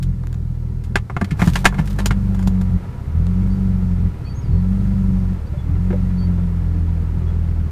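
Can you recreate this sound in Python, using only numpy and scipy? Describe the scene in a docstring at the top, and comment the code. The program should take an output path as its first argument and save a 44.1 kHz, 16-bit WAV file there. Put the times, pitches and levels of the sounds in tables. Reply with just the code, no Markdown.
"""A misfiring car engine idles, heard from the driver's seat; firing orders add up to its boom in the cabin.
Lock and handle clack, and the engine bay's rush, made of coloured noise, grows louder.
Then the latch lets go and the door swings open: cracks, ringing, thuds and rubbing.
Meanwhile the engine stumbles four times, with single thumps, and surges back. A few gliding tones
are faint bird calls. At the very end the drone cuts out once more."""
import sys
import numpy as np
from scipy import signal
from scipy.fft import rfft, irfft, next_fast_len
from scipy.io import wavfile
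from scipy.ndimage import map_coordinates

SR = 44100
rng = np.random.default_rng(int(sys.argv[2]) if len(sys.argv) > 2 else 0)


def store_wav(level_fs):
    """Save 16-bit WAV to argv[1]."""
    pcm = np.round(np.clip(np.atleast_2d(level_fs), -1, 1) * 32767)
    wavfile.write(sys.argv[1], SR, pcm.T.astype(np.int16))


N = 340011


def amp(db):
    """Turn decibels into a gain."""
    return 10 ** (np.asarray(db) / 20)


def unit(x):
    """Scale x to rms 1."""
    return x / np.sqrt(np.mean(x ** 2) + 1e-20)


def ramp(times, values):
    """Join the points with straight lines, one value per sample."""
    return np.interp(np.arange(N) / SR, times, values)


def wobble(rate):
    """Draw a smooth random curve with this many knots a second."""
    knots = rng.standard_normal(int(N * rate / SR) + 4)
    return map_coordinates(knots, [np.arange(N) * rate / SR])


def filtered(x, response):
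    """Multiply the spectrum of x by a response given as a function of frequency."""
    m = next_fast_len(2 * len(x))
    return irfft(rfft(x, m) * response(np.fft.rfftfreq(m, 1 / SR)), m)[:len(x)]


def noise(spectrum, size=N):
    """Make noise of rms 1, coloured by (Hz, dB) points."""
    f, db = np.transpose(spectrum)
    colour = lambda hz: amp(np.interp(np.log(hz + 1), np.log(f), db))
    return unit(filtered(rng.standard_normal(size), colour))


def resonances(modes, f):
    """Add up the responses of damped resonances, each a (Hz, width in Hz, dB) mode."""
    return sum(amp(db) * 1j * f * w / (c * c - f * f + 1j * f * w) for c, w, db in modes)


def ringing(modes, t, longest_s):
    """Let (Hz, dB, t60 in s) modes ring and die away, at new strengths for every blow."""
    total = np.zeros(len(t))
    for hz, db, t60 in modes:
        strength_db = db + 3 * rng.standard_normal()
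        decay = amp(strength_db - 60 * t / min(t60, longest_s))
        total += decay * np.sin(2 * np.pi * (hz * t + rng.random()))
    return total


def butter(x, edge_hz, kind, order):
    """Low-pass or high-pass x without looking ahead."""
    return signal.sosfilt(signal.butter(order, edge_hz, kind, fs=SR, output="sos"), x)


def add(track, s, sound):
    """Mix a sound into the track at time s."""
    part = track[max(round(s * SR), 0):][:len(sound)]
    part += sound[:len(part)]


def fading_out(start_s, length_s):
    """Give 1 until start_s, then fall to 0 in a straight line."""
    return ramp([start_s, start_s + length_s], [1, 0])


# engine speed: t/s, firing rate f/Hz
ENGINE_SPEED = [(0.0, 44.2), (0.26, 41.15), (0.88, 40.2), (0.99, 38.9), (1.16, 29.97), (1.33, 30.95),
                (1.46, 40.3), (1.59, 45.9), (1.8, 48.83), (2.06, 49.3), (2.75, 45.25), (2.88, 42.38),
                (3.0, 32.68), (3.24, 43.96), (3.39, 46.5), (3.56, 47.73), (4.08, 43.5), (4.34, 30.96),
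                (4.57, 44.25), (4.74, 47.75), (4.92, 48.65), (5.33, 45.2), (5.45, 34.74), (5.52, 33.93),
                (5.84, 45.95), (5.99, 46), (6.72, 41.89), (7.56, 40.6), (7.71, 38.6)]


def engine_speed():
    """The firing rate falls when the engine stumbles and climbs when it recovers."""
    times, rates_hz = np.transpose(ENGINE_SPEED)
    return ramp(times, rates_hz)


# stumbles: firing cuts out t/s, catches again t/s, change of drone level/dB
STUMBLES = [(1.024, 1.402, -16), (2.762, 3.156, -13.5), (4.085, 4.494, -11.5), (5.334, 5.661, -6.5),
            (7.659, 8.0, -10)]
# the drone drops within CUT_S, drifts to CREEP_DB, and returns in full within CATCH_S
CUT_S, CREEP_DB, CATCH_S = 0.032, -9, 0.065
# surges of extra fuel: t/s, level/dB
SURGES = [(0.082, 7), (1.53, 4), (2.75, 3), (3.19, 3), (4.06, 3), (4.55, 5), (5.74, 1)]
SURGE_WIDTH_S = 0.044


def effort():
    """Strength of combustion in dB: it drops in each stumble and rises in each surge."""
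    t = np.arange(N) / SR
    total_db = np.zeros(N)
    for cut, catch, drop_db in STUMBLES:
        total_db += ramp([cut, cut + CUT_S, catch - CATCH_S, catch], [0, drop_db, CREEP_DB, 0])
    for s, surge_db in SURGES:
        total_db += surge_db * np.exp(-((t - s) / SURGE_WIDTH_S) ** 2)
    return total_db


# how loudly a firing order booms at the seat: f/Hz, level/dB
SEAT_BOOM = [(30, -27), (40, -25), (44, -22), (62, -18), (82, -20), (95, -22), (120, -31), (130, -30),
             (146, -31.5), (162, -31.5), (174, -25.5), (188, -19.5), (194, -23), (199, -29.5)]
# early change for firing orders 1 to 4, which then fades out: level/dB
EARLY_ORDER_DB = [-3.5, -8, 3.5, -6.5]
# the drone's balance changes from BALANCE_SHIFTS_S over SHIFT_S
BALANCE_SHIFTS_S, SHIFT_S = 1.8, 0.24


def order_levels(firing_hz):
    """Each firing order follows the effort and swells as the speed carries it through a boom."""
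    hz, boom_db = np.transpose(SEAT_BOOM)
    drive_db, early = effort(), fading_out(BALANCE_SHIFTS_S, SHIFT_S)
    return [drive_db + early_db * early + np.interp(np.log(k * firing_hz), np.log(hz), boom_db)
            for k, early_db in enumerate(EARLY_ORDER_DB, 1)]


# air resonances of the cabin: f/Hz, width f/Hz, level/dB
CABIN_AIR = [(41.8, 17, -16), (82, 31, 3.5), (121.7, 28, 3), (170.9, 20.5, 0)]


def cabin(pushes, muffle_hz=215):
    """Pressure pushes boom in the cabin air; the body shuts out their upper range."""
    boom = filtered(pushes, lambda f: resonances(CABIN_AIR, f))
    return butter(boom, muffle_hz, "low", order=7)


# body panels that pick out the weak upper orders: f/Hz, width f/Hz, level/dB
BODY_PANELS = [(199, 5, -36), (285.7, 24, -45), (367.5, 17, -53.5), (466, 16, -55)]


def exhaust(firing_hz, firing_count):
    """Firing orders, whole multiples of the firing rate, drone; cylinders that burn unevenly roughen them."""
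    order_db = order_levels(firing_hz)
    drone = np.zeros(N)
    for k, db in enumerate(order_db, 1):
        # the cabin's top resonance shifts the phase of the orders near it
        lag = 2 * np.angle(resonances(CABIN_AIR[-1:], k * firing_hz))
        flutter_db = 1.66 * wobble(30)
        drone += np.sqrt(2) * amp(db + flutter_db) * np.cos(2 * np.pi * k * firing_count + lag)
    power = np.sqrt(sum(amp(db) ** 2 for db in order_db))

    # upper orders stand out as they pass through a panel resonance
    upper = np.zeros(N)
    for k in range(5, 13):
        rotating = np.exp(2j * np.pi * k * firing_count)
        upper += amp(4.7 * wobble(7)) * np.real(resonances(BODY_PANELS, k * firing_hz) * rotating)

    # each firing is stronger or weaker than the mean, partly by cylinder and partly by chance
    firings = np.flatnonzero(np.diff(np.floor(firing_count)))
    by_cylinder = np.resize([0.8, -0.83, 1.5, -0.74, 0.0, -2.0], len(firings))
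    pushes = np.zeros(N)
    pushes[firings] = rng.standard_normal(len(firings)) + by_cylinder
    uneven = amp(-11) * power * unit(cabin(pushes))
    shudder = amp(-37) * unit(cabin(rng.standard_normal(N)))
    return drone + upper * unit(power) + uneven + shudder


# colour of the engine bay's rush: f/Hz, level per Hz/dB
BAY_RUSH = [(100, 12), (250, 5.5), (400, 2), (600, -5), (850, -6), (1150, -11), (1500, -16), (2000, -14),
            (2600, -19.5), (3500, -24.5), (6000, -37.5), (12000, -69.5)]
# colour of the intake hiss: f/Hz, level per Hz/dB
INTAKE_HISS = [(1470, -20), (2500, -7.5), (2820, -9.5), (3420, -8), (4110, -3), (4640, -4.5), (13900, -12),
               (15500, -17)]
# ringing of the engine's covers: f/Hz, width f/Hz, level/dB
ENGINE_COVERS = [(474, 17, -8.5), (967, 20, 3), (1355, 185, 3.5), (1690, 20, 1.5)]
# colour of the growl through the bulkhead: f/Hz, level per Hz/dB
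BULKHEAD_GROWL = [(20, -4.5), (60, 2.5), (200, 6), (280, -12.5), (400, -9), (520, -16), (800, -39),
                  (2500, -73)]
# rush and hiss start lower by these levels (dB) and grow louder from RUSH_GROWS_S over GROW_S
EARLY_RUSH_DB, EARLY_HISS_DB = -8, -3
RUSH_GROWS_S, GROW_S = 1.12, 0.084


def engine_bay(firing_hz, firing_count):
    """Belts, fan and valve gear rush and throb with the firings; a low growl comes through the bulkhead."""
    early = fading_out(RUSH_GROWS_S, GROW_S)
    revs = (firing_hz / firing_hz.mean()) ** 0.39  # a faster engine is louder
    throb = 1 + 0.083 * np.cos(2 * np.pi * 2 * firing_count)  # two beats per firing

    rush = unit(filtered(noise(BAY_RUSH), lambda f: 1 + resonances(ENGINE_COVERS, f)))
    rush = rush / np.std(butter(rush, 313, "high", order=4))  # its level is set above 313 Hz
    rush = amp(-43.5 + EARLY_RUSH_DB * early + 0.85 * wobble(70)) * rush

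    growl = revs * amp(-42 + 0.17 * effort() + 4.3 * wobble(25)) * noise(BULKHEAD_GROWL)

    intake_db = 0.41 * np.maximum(firing_hz - 41, 0)  # above idle the intake draws more air
    hiss = amp(-61 + intake_db + EARLY_HISS_DB * early) * noise(INTAKE_HISS)
    return throb * revs * (rush + growl) + hiss


def reflections(x):
    """Glass and trim close by answer with a dense, short cluster of echoes."""
    wet_db, t60, first_s = -12, .2, .006
    t = np.arange(SR // 10) / SR
    echoes = rng.standard_normal(len(t)) * amp(-60 * t / t60) * (t > first_s)
    return x + amp(wet_db) * signal.fftconvolve(x, echoes / np.linalg.norm(echoes))[:N]


# colour of the crack of a contact: f/Hz, level per Hz/dB
CONTACT_CRACK = [(150, 8), (300, -5), (550, -4.5), (900, -4), (2000, -6.5), (3000, -7), (5000, -11),
                 (8000, -14.5), (11000, -18), (15500, -19.5)]
# the door's ringing: f/Hz, level/dB, t60 t/s
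DOOR_RING = [(395, 4, 0.074), (696, 8.5, 0.05), (860, 5, 0.051), (964, 4.5, 0.064), (1081, 0, 0.065),
             (1180, -0.5, 0.089), (1400, 12, 0.036), (1600, 15.5, 0.03), (1747, 4.5, 0.084),
             (1982, 6, 0.046), (2146, 6.5, 0.057), (2394, -6.5, 0.06), (2520, 2, 0.041)]
# the steel latch's ringing: f/Hz, level/dB, t60 t/s
LATCH_RING = [(3700, 2, 0.02), (5800, -23, .07), (6980, 3, 0.076), (6750, -21, 0.043), (13300, -18, 0.099)]
# latch level for a 1 ms rise; it rings less for each tenfold rise time
LATCH_DB, LATCH_DB_PER_DECADE = -16.48, -13


def contact(rise, t60, t):
    """Two parts meet: they crack, chatter and set small parts, door and latch ringing."""
    head = slice(0, SR // 60)
    decay = amp(-60 * t / t60)
    # loose parts chatter as they meet
    chatter_db = 3 * np.interp(t, np.linspace(0, t[-1], num=160), rng.standard_normal(size=160))
    crack = noise(CONTACT_CRACK, size=len(t)) * decay * amp(chatter_db)
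    # each contact has small resonances of its own, weaker towards the treble
    parts_hz = 700 * 17 ** rng.random(size=18)
    parts = decay * sum(np.sin(2 * np.pi * hz * t) * np.sqrt(2500 / hz) for hz in parts_hz)
    door = ringing(DOOR_RING, t, longest_s=2 * t60)
    latch_db = LATCH_DB + LATCH_DB_PER_DECADE * np.log10(rise / 1e-3)
    latch = amp(latch_db) * ringing(LATCH_RING, t, longest_s=2 * t60)
    blow = crack / np.std(crack[head]) + door / np.std(door[head]) + amp(-14) * parts + latch
    # a hard contact snaps at once, a sliding one swells
    snap = 1 + 0.83 * amp(-60 * t / 0.005)
    return blow * snap * (1 - np.exp(-(t / rise) ** 2))


# clicks of lock, handle, latch and trim, and one very short faint tick at 3.268 s:
# t/s, low level/dB, middle level/dB, treble level/dB, rise t/s, t60 t/s
CLICKS = [(0.026, -61, -51, -42.5, .0014, 0.075), (0.236, -43, -68, -62, 0.00017, 0.054),
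          (0.27, -48, -59, -51.5, 0.00023, 0.0077), (0.328, -49, -61, -52, .0001, 0.023),
          (0.342, -49, -63, -54, 0.00036, 0.034), (0.837, -60, -56, -51.5, .0012, 0.14),
          (0.956, -18.5, -18, -28, 0.00026, 0.075), (1.098, -29.5, -45, -55, 0.00057, 0.084),
          (1.165, -23, -33.5, -46, 0.00056, 0.048), (1.211, -21, -33, -41.5, 0.0025, 0.047),
          (1.242, -42, -41, -41, 0.0024, 0.054), (1.305, -62, -34.5, -42.5, .007, 0.069),
          (1.391, -26, -35, -42, 0.0035, 0.27), (1.417, -21.5, -25, -35, 0.0006, 0.095),
          (1.473, -27.5, -36, -34, 0.00069, 0.12), (1.534, -59, -49, -38.5, 0.00092, 0.084),
          (1.554, -26.5, -24.5, -27.5, 0.0025, 0.1), (1.642, -21, -44, -31.5, 0.0038, 0.11),
          (1.654, -11.5, -10, -16.5, 0.00016, 0.077), (1.724, -30.5, -58, -64, .001, 0.13),
          (1.742, -34, -41, -51, 0.0016, .08), (1.778, -29.5, -34.5, -45.5, 0.016, 0.07),
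          (1.874, -50, -45, -44, 0.00082, 0.074), (1.985, -26, -37.5, -37, .003, 0.14),
          (2.058, -26, -36.5, -23.5, 0.00033, 0.071), (2.108, -25.5, -28.5, -38, 0.00022, 0.088),
          (2.346, -38, -63, -49.5, 0.00046, 0.081), (2.392, -35, -57, -49, 0.00044, 0.18),
          (2.426, -42, -55, -48.5, 0.00044, .075), (2.473, -30.5, -69, -37.5, 0.00022, 0.058),
          (2.612, -38, -56, -47, .0003, 0.049), (3.268, -47, -57, -50, 0.00022, 0.0047),
          (5.904, -35.5, -46, -61, 0.0019, 0.066), (5.927, -40, -48, -58, 0.00082, .08)]


def clicks():
    """Hard and soft contacts differ in their shares of low, middle and treble."""
    low_hz, high_hz = 1100, 2800  # where the three bands meet
    out, t = np.zeros(N), np.arange(SR // 4) / SR
    head = slice(0, SR // 60)  # each band's level is set over this opening stretch
    for s, low_db, middle_db, treble_db, rise, t60 in CLICKS:
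        blow = contact(rise, t60, t)
        low = -butter(blow, low_hz, "low", order=3)  # inverted, so that neighbouring bands join in phase
        middle = butter(butter(blow, low_hz, "high", order=3), high_hz, "low", order=3)
        # the treble dies first, and reaches less high in a soft contact
        reach_hz = np.clip(13000 * amp((treble_db - middle_db) / 4), 4000, 16000)
        top = butter(blow, reach_hz, "low", order=2) * amp(-60 * t / 0.97)
        treble = butter(top, high_hz, "high", order=5)
        for band, db in ((low, low_db), (middle, middle_db), (treble, treble_db)):
            add(out, s, amp(db) * band / np.std(band[head]))
    return out


# dull blows on door and trim panels: t/s, level/dB, main f/Hz
PANEL_THUDS = [(0.971, -18, 82), (1.165, -13, 135), (1.219, -5.5, 192), (1.319, -5, 149), (1.419, -1, 177),
               (1.471, 0.5, 171.6), (1.653, -18, 226), (1.79, -4, 161), (2.107, -8, 135), (2.475, -9, 172),
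               (5.905, -17, 360), (5.93, -17.5, 496), (5.934, -24, 583)]
# a struck panel's modes: multiple of its main frequency, level/dB
PANEL_MODES = [(0.458, -5), (1.001, 0.5), (1.17, -12.5), (1.65, -16.5)]


def door_thuds():
    """A struck panel booms briefly, with lower and higher modes beside the main one."""
    t60, rise = 0.099, 0.0034  # s
    out, t = np.zeros(N), np.arange(SR // 4) / SR
    for s, db, hz in PANEL_THUDS:
        panel = sum(amp(mode_db) * np.sin(2 * np.pi * ratio * hz * t) for ratio, mode_db in PANEL_MODES)
        add(out, s, -amp(db - 60 * t / t60) * (1 - np.exp(-t / rise)) * panel)
    return out


# lone firings while the engine stumbles: t/s at the thump's peak, level/dB
LONE_FIRINGS = [(1.129, -20), (2.89, -20.5), (2.951, -19), (3.015, -28), (3.077, -16.5), (4.219, -16),
                (4.287, -25), (4.32, -21), (4.384, -17), (4.441, -15.5), (4.493, -10), (5.471, -20),
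                (5.522, -17), (5.576, -14)]


def coughs():
    """In a stumble only single cylinders catch, each one a separate dull thump."""
    push = cabin(signal.unit_impulse(SR // 4), muffle_hz=150)
    peak = np.argmax(push)
    out = np.zeros(N)
    for s, db in LONE_FIRINGS:
        add(out, s - peak / SR, -amp(db) * push / push[peak])
    return out


# strokes of the handle and door as they move: t/s, length t/s, level/dB
MOVING_STROKES = [(1.407, 0.17, -43.5), (1.76, 0.15, -48)]
SCRAPE_ATTACK_S, SCRAPE_RELEASE_S = 0.047, 0.12
SLIPS_PER_S, SLIP_T60_S = 130, .06


def scrape():
    """Moving parts stick and slip in small, uneven ticks that die away fast."""
    strength = amp(6 * np.clip(rng.standard_normal(N), -2, 2))
    slips = (rng.random(N) < SLIPS_PER_S / SR) * strength
    tick = amp(-60 * np.arange(SR // 20) / SR / SLIP_T60_S)
    bursts = signal.fftconvolve(slips, tick)[:N]
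    strokes = np.zeros(N)
    for s, length, db in MOVING_STROKES:
        end = s + length
        strokes += amp(db) * ramp([s - SCRAPE_ATTACK_S, s, end, end + SCRAPE_RELEASE_S], [0, 1, 1, 0])
    rub = noise(CONTACT_CRACK)
    rub = rub + amp(4) * butter(rub, 5000, "high", order=1)  # brighter than a crack
    return strokes * unit(bursts * rub)


# whistles and soft hoots of birds: t/s, length t/s, start f/Hz, end f/Hz, level/dB
BIRD_CALLS = [(3.492, 0.072, 4450, 4650, -56), (4.239, 0.096, 4125, 4590, -48),
              (4.248, 0.076, 3200, 3270, -59), (4.26, .032, 2390, 2610, -45),
              (4.342, 0.077, 6170, 6600, -50), (4.403, 0.096, 6800, 4570, -57.5),
              (4.5, 0.13, 4704, 4280, -60.5), (5.461, 0.03, 4600, 4640, -49),
              (5.526, 0.054, 603, 581.4, -36.5), (5.573, 0.047, 3440, 3410, -50),
              (6.17, .097, 4444, 4533, -47), (6.193, .066, 3220, 3260, -59), (6.32, 0.18, 3680, 3500, -66),
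              (7.258, 0.054, 3330, 3350, -54)]


def birds():
    """Thin tones from outside glide quickly to their note and settle on it."""
    glide_s, fade_s = 0.019, .02
    out = np.zeros(N)
    for s, length, start_hz, end_hz, db in BIRD_CALLS:
        t = np.arange(round(length * SR)) / SR
        note = end_hz + (start_hz - end_hz) * np.exp(-t / glide_s)
        waver = 0.01 * (1 - t / length) * wobble(300)[:len(t)]  # the start is hoarse
        phase = 2 * np.pi * np.cumsum(note * (1 + waver)) / SR
        swell = np.clip(np.minimum(t, length - t) / fade_s, 0, 1)
        add(out, s, amp(db) * swell * np.sin(phase))
    return out


def scene():
    """Engine, door and birds come together at the driver's seat."""
    firing_hz = engine_speed()
    firing_count = np.cumsum(firing_hz * (1 + 0.0047 * wobble(25))) / SR  # with a slight jitter
    engine = exhaust(firing_hz, firing_count) + coughs()
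    outside = reflections(engine_bay(firing_hz, firing_count) + birds())
    contacts = clicks() + door_thuds() + scrape()
    return (engine + outside + contacts)[None]


TOP_HZ = 15350


def record(dry):
    """Anything beyond full scale clips; a very steep filter removes what lies above TOP_HZ."""
    clipped = np.clip(dry[0], -1, 1)
    return filtered(clipped, lambda hz: 1 / (1 + (hz / TOP_HZ) ** 120))[None]


dry = scene()
out = record(dry)
store_wav(out)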